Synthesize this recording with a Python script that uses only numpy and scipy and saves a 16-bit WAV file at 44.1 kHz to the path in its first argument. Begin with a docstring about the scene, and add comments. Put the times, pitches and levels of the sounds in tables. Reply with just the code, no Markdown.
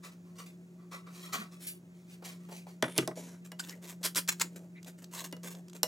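"""Toast on a kitchen counter

An appliance hums in a small room. Sleeves rustle and things scuff softly as a plate of toast is
fetched. The china knocks on the stone counter, rings and slides into place. Dry slices rub and
crackle as they are shifted, and a table knife scrapes over one in four quick strokes and clinks on
the plate. Each rub is a stream of tiny slips; each knock is a short crack plus fading tones."""
import sys
import numpy as np
from scipy import signal
from scipy.fft import rfft, irfft, next_fast_len
from scipy.io import wavfile

SR = 44100
rng = np.random.default_rng(int(sys.argv[2]) if len(sys.argv) > 2 else 0)


def write(x):
    x = np.atleast_2d(x).T
    wavfile.write(sys.argv[1], SR, np.round(np.clip(x, -1, 1) * 32767).astype(np.int16))


N = 258867
TIME = np.arange(N) / SR

# Levels in the tables are relative. A "colour" says how strong a noise is from low to high pitch.
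# slow swells of the motor note: time_s, level_db
MOTOR_SWELLS = [(0.1, -52.5), (0.3, -51.5), (0.7, -52.5), (1.09, -50), (1.94, -54.5), (2.18, -53),
                (2.36, -48.5), (2.77, -52), (3.11, -48), (3.72, -51), (4.41, -48.5), (5.06, -52.5),
                (5.43, -47.5), (5.75, -51)]
# wavering tones of the appliance: pitch_hz, width_hz, level_db
HUM_TONES = [(178, 58, -64.5), (360.6, 17, -65.5), (630, 32, -77)]
# colour of the rushing air: pitch_hz, level_db
AIR_COLOUR = [(25, -51), (55, -36), (90, -4.5), (130, 0.5), (200, -2.5), (300, -1), (450, -7.5), (700, -16),
              (1200, -21.5), (3000, -30.5), (5000, -29.5), (6700, -24), (9000, -32.5), (15000, -35)]

# moves of the sleeve and things handled nearby: start_s, rise_s, hold_s, swish_db, scuff_db, ring_db
HANDLING_MOVES = [(0.022, 0.027, 0.0059, -50.5, -55, -52), (0.108, 0.014, 0.0097, -65, -82, -83),
                  (0.24, 0.016, .05, -74, -75, -80), (0.35, 0.0085, .016, -66, -72, -84),
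                  (0.381, 0.0067, 0.015, -52, -59, -57.5), (0.457, 0.0045, 0.0027, -55.5, -80, -90),
                  (0.775, 0.02, 0.05, -92, -73, -68), (0.909, 0.013, 0.025, -52.5, -50, -49),
                  (1.056, 0.017, 0.0091, -64.5, -56, -55.5), (1.09, 0.078, 0.045, -54.5, -63.5, -69),
                  (1.215, 0.027, 0.013, -51, -63.5, -57), (1.265, 0.015, 0.02, -62, -59, -61.5),
                  (1.321, .013, 0.011, -38, -39, -38), (1.385, 0.027, 0.014, -56, -52, -53),
                  (1.505, 0.023, .012, -59, -70.5, -65), (1.59, 0.023, .04, -55, -68.5, -86),
                  (1.92, 0.038, 0.068, -71, -94, -85), (2.04, 0.088, 0.011, -60, -75, -80),
                  (2.216, 0.011, 0.023, -77, -59, -73), (2.238, 0.014, 0.0092, -43, -60, -73),
                  (2.275, 0.027, 0.027, -56, -61.5, -80), (2.39, 0.016, 0.11, -68.5, -87, -74),
                  (2.503, 0.022, 0.0049, -51, -79, -79), (2.535, 0.019, 0.024, -53, -71, -75),
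                  (2.662, 0.025, 0.02, -60.5, -70, -80)]
# colour of swishing cloth: pitch_hz, level_db
SWISH_COLOUR = [(290, -40.5), (500, -1.5), (807, -8.5), (1180, -34), (1510, -7), (2360, -4), (2730, -8),
                (3750, -4), (4280, -5.5), (6800, -4.5), (13400, -13), (16000, -17)]
# colour of a hollow scuff: pitch_hz, level_db
SCUFF_COLOUR = [(290, -4.5), (500, 0.5), (850, -8), (1060, 7), (1270, -4), (1420, -1.5), (1650, -12.5),
                (2050, -13.5), (2300, -5), (2600, -16), (4500, -10), (7000, -29)]
# hollow ring of the thing being scuffed: pitch_hz, width_hz, level_db
HOLLOW_TONES = [(1149.7, 70, -3), (1300, 130, -6), (1983, 120, -10.5)]
# two pushes of one light brushing sound: start_s, rise_s, hold_s, level_db
BRUSH_PUSHES = [(1.595, 0.044, 0.011, -49), (1.665, 0.0059, .014, -39)]
# colour of that brushing hiss: pitch_hz, level_db
BRUSH_COLOUR = [(590, -50), (1000, -26), (1320, -19), (1570, -9.5), (2050, -13), (5630, -6), (7190, -6),
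                (10200, -1), (16000, -10.5)]
# soft taps as the plate is carried: start_s, level_db
CARRY_TAPS = [(2.224, -44), (2.261, -45.5), (2.489, -40.5), (2.52, -42.5), (2.669, -44.5)]
# colour of a soft tap: pitch_hz, level_db
TAP_COLOUR = [(250, -10), (450, 1), (650, 3), (950, 0.5), (1400, -15), (2500, -19), (6000, -26)]

# the plate hitting the counter: start_s, treble_db, thud_db, body_db, clack_db, edge_db
PLATE_KNOCKS = [(2.8249, -24, -30, -30, -27, -27), (2.8404, -42, -64.5, -41, -35, -32.5),
                (2.8805, -57, -46, -51.5, -47, -46.5), (2.9788, -14.5, -27.5, -35.5, -58, -30),
                (2.9848, -24.5, -28, -48.5, -34, -22.5), (3.0234, -56, -36, -58, -43.5, -66),
                (3.0756, -27.5, -35, -34.5, -44.5, -43.5), (3.1123, -57, -46, -49.5, -49, -65.5),
                (3.1714, -61, -54, -44.5, -78, -71.5)]
# tones of the plate on stone (a ring time is how long a 60 dB fade takes): pitch_hz, level_db, ring_s
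PLATE_TONES = [(138.7, -2, 0.2), (248, 0.5, 0.075), (320, 6.5, 0.076), (369, -9, 0.07), (633, 8.5, 0.098),
               (895, -6.5, 0.08), (1214, -7, 0.049), (1493, 3, 0.034), (1955, -2, 0.1),
               (2230, -15.5, 0.097), (2820, -5, 0.027), (3110, -5, 0.035), (3400, -5, 0.062),
               (4550, -13.5, 0.017), (5280, -10.5, 0.037), (6030, -14.5, 0.041), (8560, -8, .035),
               (8950, -8, 0.019), (10560, -16, 0.02), (10800, -33.5, 0.027)]
# crack of china on stone: pitch_hz, level_db, ring_s
PLATE_CRACK = [(140, -13.5, 0.09), (390, -2.5, 0.089), (1005, -2.5, 0.07), (2510, -2, 0.025),
               (4200, -5, .018), (5480, -7, 0.014), (8800, -5, 0.0089), (15100, -13.5, 0.012)]
# the plate sliding on the counter: start_s, rise_s, hold_s, grit_db, body_db
PLATE_SLIDES = [(2.845, 0.0099, 0.01, -53, -46), (2.88, 0.02, 0.11, -52.5, -60),
                (2.96, .01, .004, -43, -44), (3.155, 0.023, 0.025, -51, -51),
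                (3.21, .03, 0.058, -57, -54.5), (3.3, .02, 0.027, -63.5, -58)]
# colour of the plate dragging on its rim: pitch_hz, level_db
RIM_GRIT_COLOUR = [(710, -40.5), (1200, -9), (3310, -5), (3530, 2), (3880, -13), (6650, -12.5), (7790, -14),
                   (8570, -3), (9730, -10), (10700, 1), (11900, -21), (14400, -15.5), (15000, -29.5)]
# colour of the plate sliding while flat: pitch_hz, level_db
FLAT_GRIT_COLOUR = [(1180, -36), (2000, -7.5), (3870, -3), (4300, -6.5), (6940, 3), (7640, -3.5),
                    (12400, -7.5), (14500, -18), (16000, -74.5)]
# colour of the low rumble of the slide: pitch_hz, level_db
SLIDE_BODY_COLOUR = [(150, -28), (250, 0), (518, -6.5), (632, -3), (771, -17), (972, -7), (1090, -20),
                     (2350, -17.5), (2870, -50), (3500, -25.5), (4550, -73.5), (7700, -120)]

# crumbs snapping and the blade touching the crust: start_s, level_db
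CRUMB_SNAPS = [(3.157, -43), (3.5952, -22.5), (3.6945, -25.5), (4.0315, -26), (4.1485, -23), (4.1575, -38),
               (4.2772, -21.5), (4.2912, -11.5), (4.3977, -18), (4.8293, -36.5), (4.846, -36),
               (5.0425, -31.5), (5.243, -39), (5.313, -43), (5.4335, -34.5), (5.5502, -35), (5.6829, -39.5),
               (5.6977, -37), (5.7321, -35.5)]
# colour of a snapping crumb: pitch_hz, level_db
SNAP_COLOUR = [(300, -38), (900, -5), (1550, -7), (2100, -13.5), (3500, -0.5), (5000, -4), (7500, 0.5),
               (9500, -13.5), (13000, -9.5), (16000, -24)]
# slices sliding over each other: start_s, rise_s, hold_s, crust_db, shuffle_db
SLICE_MOVES = [(3.44, 0.018, .004, -57, -78.5), (3.588, 0.0088, .008, -45.5, -57.5),
               (3.62, 0.02, 0.011, -52.5, -58), (3.66, 0.015, 0.046, -53, -60),
               (3.72, 0.015, 0.045, -68.5, -60), (3.815, 0.017, 0.03, -54.5, -59.5),
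               (3.87, .012, 0.031, -48.5, -65), (3.915, 0.0076, 0.0055, -58, -58),
               (4.005, 0.013, .01, -64.5, -56), (4.355, .02, .012, -65, -70), (4.42, 0.029, .008, -63, -56),
               (4.5, 0.035, 0.12, -72, -59.5), (4.558, 0.0029, 0.0026, -51, -57),
               (4.855, 0.018, .014, -51.5, -55), (4.976, 0.011, 0.0059, -59, -63),
               (5.018, .006, 0.0047, -57, -56), (5.11, 0.047, 0.054, -43, -58.5),
               (5.212, 0.0092, 0.0025, -58, -54), (5.24, 0.001, 0.0029, -38.5, -48.5),
               (5.252, 0.0047, 0.0024, -68, -63), (5.428, 0.015, 0.037, -46, -54.5),
               (5.495, 0.015, 0.011, -49, -63), (5.54, 0.0077, 0.048, -65, -59),
               (5.742, 0.012, .008, -51.5, -56.5)]
# colour of dry crusts rubbing: pitch_hz, level_db
CRUST_COLOUR = [(530, -44), (900, 5), (1310, 0), (1550, 3.5), (1830, 2), (1970, 4), (2250, -0.5),
                (4100, -2), (4520, -4), (6250, 1), (7310, 3.5), (10500, -5), (12600, -1.5), (16000, -11)]
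# dull colour of the soft bread: pitch_hz, level_db
BREAD_COLOUR = [(120, -22), (280, 2.5), (450, -2), (650, -0.5), (850, -11.5), (1300, -32), (3000, -58)]
# soft squeaks of rubbed china: start_s, length_s, pitch_hz, level_db
CHINA_SQUEAKS = [(3.594, 0.017, 1530, -43.5), (3.588, 0.028, 4700, -43), (3.59, 0.024, 7900, -40),
                 (3.631, 0.022, 3540, -51), (3.68, 0.036, 5430, -53.5), (3.703, 0.061, 2050, -57),
                 (4.742, 0.07, 2140, -56.5), (4.749, 0.051, 3800, -70.5), (5.146, 0.11, 3930, -48)]

# the knife hitting the plate: start_s, treble_db, thud_db, body_db, clack_db, edge_db
KNIFE_CLINKS = [(3.5179, -37.5, -57.5, -46, -49, -49), (5.3257, -35, -35, -48, -46, -45),
                (5.3662, -48, -46, -59, -57.5, -58), (5.8313, -10, -37.5, -29.5, -33.5, -33)]
# tones of the knife against china: pitch_hz, level_db, ring_s
KNIFE_TONES = [(495, -3, 0.089), (626, -4.5, 0.29), (993, -0.5, 0.078), (1635, 0.5, 0.037),
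               (1992, -8.5, 0.2), (2884, -2, 0.09), (3390, -19, 0.013), (5480, -3, 0.0096),
               (7300, -15, 0.054), (8700, -18, 0.043), (10300, -31, .06), (12600, -15.5, 0.048),
               (14600, -27, 0.067)]
# crack of steel on china: pitch_hz, level_db, ring_s
KNIFE_CRACK = [(149, -11, 0.067), (590, 0.5, 0.061), (2550, -1.5, 0.054), (5940, -3, 0.0084),
               (8900, -5.5, 0.018), (15000, -7, 0.0067)]
# the knife scraping the toast: start_s, rise_s, hold_s, level_db
KNIFE_STROKES = [(4.029, 0.027, 0.0078, -28.5), (4.155, 0.0028, 0.029, -28.5),
                 (4.282, 0.0081, 0.0044, -25.5), (4.305, 0.019, 0.0041, -39.5), (4.403, 0.012, 0.0051, -25)]
# colour of long strokes with the flat blade: pitch_hz, level_db
FLAT_BLADE_COLOUR = [(290, -7.5), (500, -10), (621, -4.5), (729, -24), (1020, 0.5), (1190, -6),
                     (1870, -0.5), (2810, -5.5), (3340, 2), (3590, -5), (4800, 1.5), (6800, -3), (7860, -1),
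                     (12300, -2), (16000, -14.5)]
# colour of short flicks with the edge: pitch_hz, level_db
BLADE_EDGE_COLOUR = [(290, -49), (500, -21.5), (761, -24.5), (933, -3), (1160, -7.5), (1980, -0.5),
                     (2610, -8.5), (3920, -8), (7640, 0), (9220, -11), (16000, -14.5)]

# how much the left and right sides differ: pitch_hz, side_level_db
STEREO_WIDTH = [(30, -12), (100, -25), (300, -15), (700, -3), (1400, -0.5), (2500, 8), (4500, -5.5),
                (6500, -19), (8500, 3), (15000, 0)]


def from_db(db):
    """Turn decibels into a number to multiply a sound by."""
    return 10 ** (np.asarray(db) / 20)


def rms_one(x):
    """Scale a sound so that its average power is 1."""
    return x / np.sqrt(np.mean(x ** 2) + 1e-20)


def at_hz(table, hz, column=1):
    """Look up a table's value at a pitch, gliding between its rows."""
    table = np.array(table)
    return np.interp(np.log(hz + 1e-9), np.log(table[:, 0]), table[:, column])


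def colour(x, spectrum):
    """Turn each pitch in a sound up or down as a colour table says."""
    size = next_fast_len(len(x), True)
    gain = from_db(at_hz(spectrum, np.arange(size // 2 + 1) * SR / size))
    return irfft(rfft(np.float32(x), size) * np.float32(gain), size)[:len(x)]


def add(track, start_s, sound):
    """Mix a sound into a track at the given time."""
    start = round(start_s * SR)
    track[start:start + len(sound)] += sound[:N - start]


def wander(per_s):
    """A random value that glides to a new place per_s times a second."""
    steps = rng.standard_normal(int(TIME[-1] * per_s) + 2)
    return rms_one(np.interp(TIME * per_s, np.arange(len(steps)), steps))


def narrow_noise(hz, width_hz):
    """Noise gathered around one pitch, like an unsteady tone."""
    size = next_fast_len(N)
    offset = (np.arange(size // 2 + 1) * SR / size - hz) / width_hz
    peak = rfft(rng.standard_normal(size)) / (1 + (2 * offset) ** 2)
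    return rms_one(irfft(peak, size)[:N])


def reflections(x, ring_s, delay_s=0):
    """A dense, dying spray of echoes, about as strong as the sound itself."""
    t = TIME[:int(ring_s * SR)]
    echoes = rng.standard_normal(len(t)) * from_db(-60 * t / ring_s) * (t > delay_s)
    echoes /= np.sqrt(np.sum(echoes ** 2))
    return signal.oaconvolve(np.float32(x), np.float32(echoes))[:N]


def gesture(rubs, fade_db_per_s, swell_db, column=3):
    """Loudness over time: each rub swells as the hand presses, holds its column's level, then fades."""
    power, t = np.zeros(N), TIME[:SR]
    for rub, fade in zip(rubs, np.broadcast_to(fade_db_per_s, len(rubs))):
        start_s, rise_s, hold_s = rub[:3]
        rise_left = np.maximum(1 - t / max(rise_s, .002), 0)
        fading_s = np.maximum(t - rise_s - hold_s, 0)
        db = rub[column] - swell_db * rise_left ** 2 - fade * fading_s
        add(power, start_s, from_db(db) ** 2)
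    return np.sqrt(power)


def friction(spectrum, slips_per_s, spread_db, smooth, clump_db=1.5, ragged=0.66):
    """Rubbing: clumps of tiny slips over a smooth hiss; spread_db makes the slips uneven in size."""
    sizes = from_db(spread_db * np.minimum(rng.exponential(1, N), 3)) * rng.choice([-1, 1], N)
    slips = rms_one(sizes * (rng.random(N) < slips_per_s / SR))
    rub = slips + smooth * rng.standard_normal(N)
    rub *= from_db(clump_db * wander(400))
    # close echoes shift with the hand and make the colour ragged
    echoes = sum(wander(8) * reflections(rub, ring_s=.012, delay_s=.0005) for _ in range(4)) / 2
    bass_cut = signal.butter(2, 170, "high", fs=SR, output="sos")
    return rms_one(colour(signal.sosfilt(bass_cut, rub + ragged * echoes), spectrum))


def bursts(events, spectrum, ring_s, gain_db):
    """Small taps or snaps: each is a puff of noise that dies at once."""
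    out, t = np.zeros(N), TIME[:SR // 5]
    for start_s, db in events:
        puff = rms_one(colour(rng.standard_normal(len(t)), spectrum))
        add(out, start_s, from_db(db + gain_db - 60 * t / ring_s) * puff)
    return out


def blows(events, tones, crack, ring_db, crack_db, lag_cycles):
    """Hard hits: ringing tones and a short crack. How a hit lands sets its force at each pitch."""
    out, t = np.zeros(N), TIME[:SR // 3]
    band_edges_hz = np.geomspace(100, 16500, 14)
    for start_s, treble_db, thud_db, body_db, clack_db, edge_db in events:
        force = [(400, thud_db), (600, body_db), (800, body_db), (1200, clack_db), (2100, clack_db),
                 (2800, edge_db), (3600, edge_db), (4500, treble_db)]
        for k, (hz, db, ring_s) in enumerate(tones):
            strength = from_db(ring_db + db + at_hz(force, hz) + rng.normal(0, 1)) * (-1) ** k
            swell = 1 - np.exp(-2 * t * hz)   # each tone takes about one cycle to get going
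            tone = np.sin(2 * np.pi * hz * t) * from_db(-60 * t / ring_s)
            add(out, start_s + lag_cycles / hz, strength * swell * tone)
        for low, high in zip(band_edges_hz, band_edges_hz[1:]):
            hz = np.sqrt(low * high)
            burst = rng.standard_normal(len(t)) * from_db(-60 * t / at_hz(crack, hz, column=2))
            band = signal.sosfilt(signal.butter(2, [low, high], "band", fs=SR, output="sos"), burst)
            band *= np.sqrt(SR / 2 / (high - low))   # narrow and wide bands start equally strong
            add(out, start_s, band * from_db(crack_db + at_hz(crack, hz) + at_hz(force, hz)))
    return out


def appliance():
    """A motor hums one slowly swelling note, with wavering tones and a soft rush of air."""
    pitch_hz = 175.2 + 0.42 * narrow_noise(0, width_hz=5.2)
    phase = 2 * np.pi * np.cumsum(pitch_hz) / SR
    swell = from_db(np.interp(TIME, *np.transpose(MOTOR_SWELLS)))
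    motor = from_db(-50.5) * rms_one(swell * np.sin(phase))
    tones = sum(from_db(db) * narrow_noise(hz, width) for hz, width, db in HUM_TONES)
    air = from_db(-63) * rms_one(colour(rng.standard_normal(N), AIR_COLOUR))
    return motor + tones + air


def handling():
    """Fetching the plate: cloth swishes, hollow scuffs, a muffled bump, a light brush and soft taps."""
    fade_db_per_s = 283.5
    swish = from_db(-0.8) * gesture(HANDLING_MOVES, fade_db_per_s, swell_db=25)
    swish *= friction(SWISH_COLOUR, slips_per_s=1400, spread_db=2.5, smooth=1.0)
    scuff = gesture(HANDLING_MOVES, fade_db_per_s, swell_db=42, column=4)
    scuff *= friction(SCUFF_COLOUR, slips_per_s=1200, spread_db=2, smooth=0.84)
    ring = gesture(HANDLING_MOVES, fade_db_per_s, swell_db=34, column=5)
    ring *= sum(from_db(db) * narrow_noise(hz, width) for hz, width, db in HOLLOW_TONES)
    bump_start_s, bump_length_s, bump_hz = 1.375, .07, 208
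    t = TIME[:int(bump_length_s * SR)]
    add(scuff, bump_start_s, from_db(-38.5) * np.hanning(len(t)) * np.sin(2 * np.pi * bump_hz * t))
    brush = from_db(-2) * gesture(BRUSH_PUSHES, fade_db_per_s=355, swell_db=26)
    brush *= friction(BRUSH_COLOUR, slips_per_s=9400, spread_db=0, smooth=0.61, clump_db=0)
    taps = bursts(CARRY_TAPS, TAP_COLOUR, ring_s=0.12, gain_db=-6.5)
    return swish + scuff + ring + brush + taps


def plate():
    """The plate touches down on the stone, drags on its rim, drops flat and is nudged into place."""
    drops_flat_s, fade_db_per_s = 3.0, 298
    on_rim = friction(RIM_GRIT_COLOUR, slips_per_s=1000, spread_db=2.5, smooth=.5, clump_db=3, ragged=.2)
    lying_flat = friction(FLAT_GRIT_COLOUR, slips_per_s=3200, spread_db=1, smooth=0.94)
    grit = gesture(PLATE_SLIDES, fade_db_per_s, swell_db=15)
    grit *= np.where(TIME < drops_flat_s, on_rim, lying_flat)
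    body = gesture(PLATE_SLIDES, fade_db_per_s, swell_db=16.5, column=4)
    body *= friction(SLIDE_BODY_COLOUR, slips_per_s=360, spread_db=0, smooth=1.0)
    knocks = blows(PLATE_KNOCKS, PLATE_TONES, PLATE_CRACK, ring_db=-5, crack_db=-0.5, lag_cycles=0.74)
    return grit + body + knocks


def toast():
    """Dry crusts rub and crackle over the dull shuffle of bread; the china beneath squeaks faintly."""
    crumbs_per_s, fade_db_per_s = 55, 561
    crumbs = rng.standard_normal(N) * (rng.random(N) < crumbs_per_s / SR)
    crackle = from_db(-12) * rms_one(colour(reflections(crumbs, ring_s=0.015), SNAP_COLOUR))
    rub = from_db(-1) * friction(CRUST_COLOUR, slips_per_s=1100, spread_db=5, smooth=0.86, ragged=0.37)
    crust = gesture(SLICE_MOVES, fade_db_per_s, swell_db=22.5) * (rub + crackle)
    shuffle = gesture(SLICE_MOVES, fade_db_per_s, swell_db=17, column=4)
    shuffle *= friction(BREAD_COLOUR, slips_per_s=1200, spread_db=0, smooth=0.76, ragged=0.35)
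    squeaks = np.zeros(N)
    for start_s, length_s, hz, db in CHINA_SQUEAKS:
        swell = np.hanning(int(min(length_s, .09) * SR))   # no squeak lasts over 0.09 s
        add(squeaks, start_s, from_db(db) * swell * narrow_noise(hz, width_hz=0.2 * hz)[:len(swell)])
    snaps = bursts(CRUMB_SNAPS, SNAP_COLOUR, ring_s=0.019, gain_db=-11)
    return crust + shuffle + squeaks + snaps


def knife():
    """The blade rasps over the crust, first flat, then with its edge; at times it hits the plate."""
    turns_s = 4.25
    flat_fade_db_per_s, edge_fade_db_per_s = 763, 1500   # the flat blade eases off, the edge flicks clear
    flat = friction(FLAT_BLADE_COLOUR, slips_per_s=3000, spread_db=1, smooth=0.39, ragged=0.2)
    edge = friction(BLADE_EDGE_COLOUR, slips_per_s=3000, spread_db=5, smooth=1.0, ragged=0.41)
    # the bread gives under the blade
    bread = from_db(-21.5) * rms_one(colour(rng.standard_normal(N), BREAD_COLOUR))
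    fades = [flat_fade_db_per_s if row[0] < turns_s else edge_fade_db_per_s for row in KNIFE_STROKES]
    rasp = gesture(KNIFE_STROKES, fades, swell_db=23.5) * (np.where(TIME < turns_s, flat, edge) + bread)
    clinks = blows(KNIFE_CLINKS, KNIFE_TONES, KNIFE_CRACK, ring_db=-2.5, crack_db=-5.5, lag_cycles=0.69)
    return rasp + clinks


def in_room(x, echo_db):
    """Add the short echo of the kitchen to a sound."""
    return x + from_db(echo_db) * reflections(x, ring_s=0.17, delay_s=0.0063)


def scene():
    """Mix it all: plate, toast and knife sound central, the handling wider."""
    handled = in_room(handling(), echo_db=-10.5)
    on_counter = in_room(plate() + knife() + toast(), echo_db=-14.5)
    hum = appliance()
    middle = handled + on_counter + hum
    # a wavering phase shift and a short smear make left and right differ a little
    spread = from_db(-1.5) * handled + from_db(-7.5) * on_counter + hum
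    shifted = signal.hilbert(spread, next_fast_len(N)).imag[:N]   # every wave moved by a quarter cycle
    side = colour(.7 * wander(40) * shifted + .5 * reflections(spread, ring_s=.09), STEREO_WIDTH)
    return np.array([middle + side, middle - side])


def record(dry):
    """The small microphone loses the deep bass; the highest treble is cut steeply."""
    bass_cut = signal.butter(2, 60, "high", fs=SR, output="sos")
    treble_cut = signal.ellip(10, .1, 80, 16100, fs=SR, output="sos")
    return signal.sosfilt(treble_cut, signal.sosfilt(bass_cut, dry))


dry = scene()
out = record(dry)
write(out)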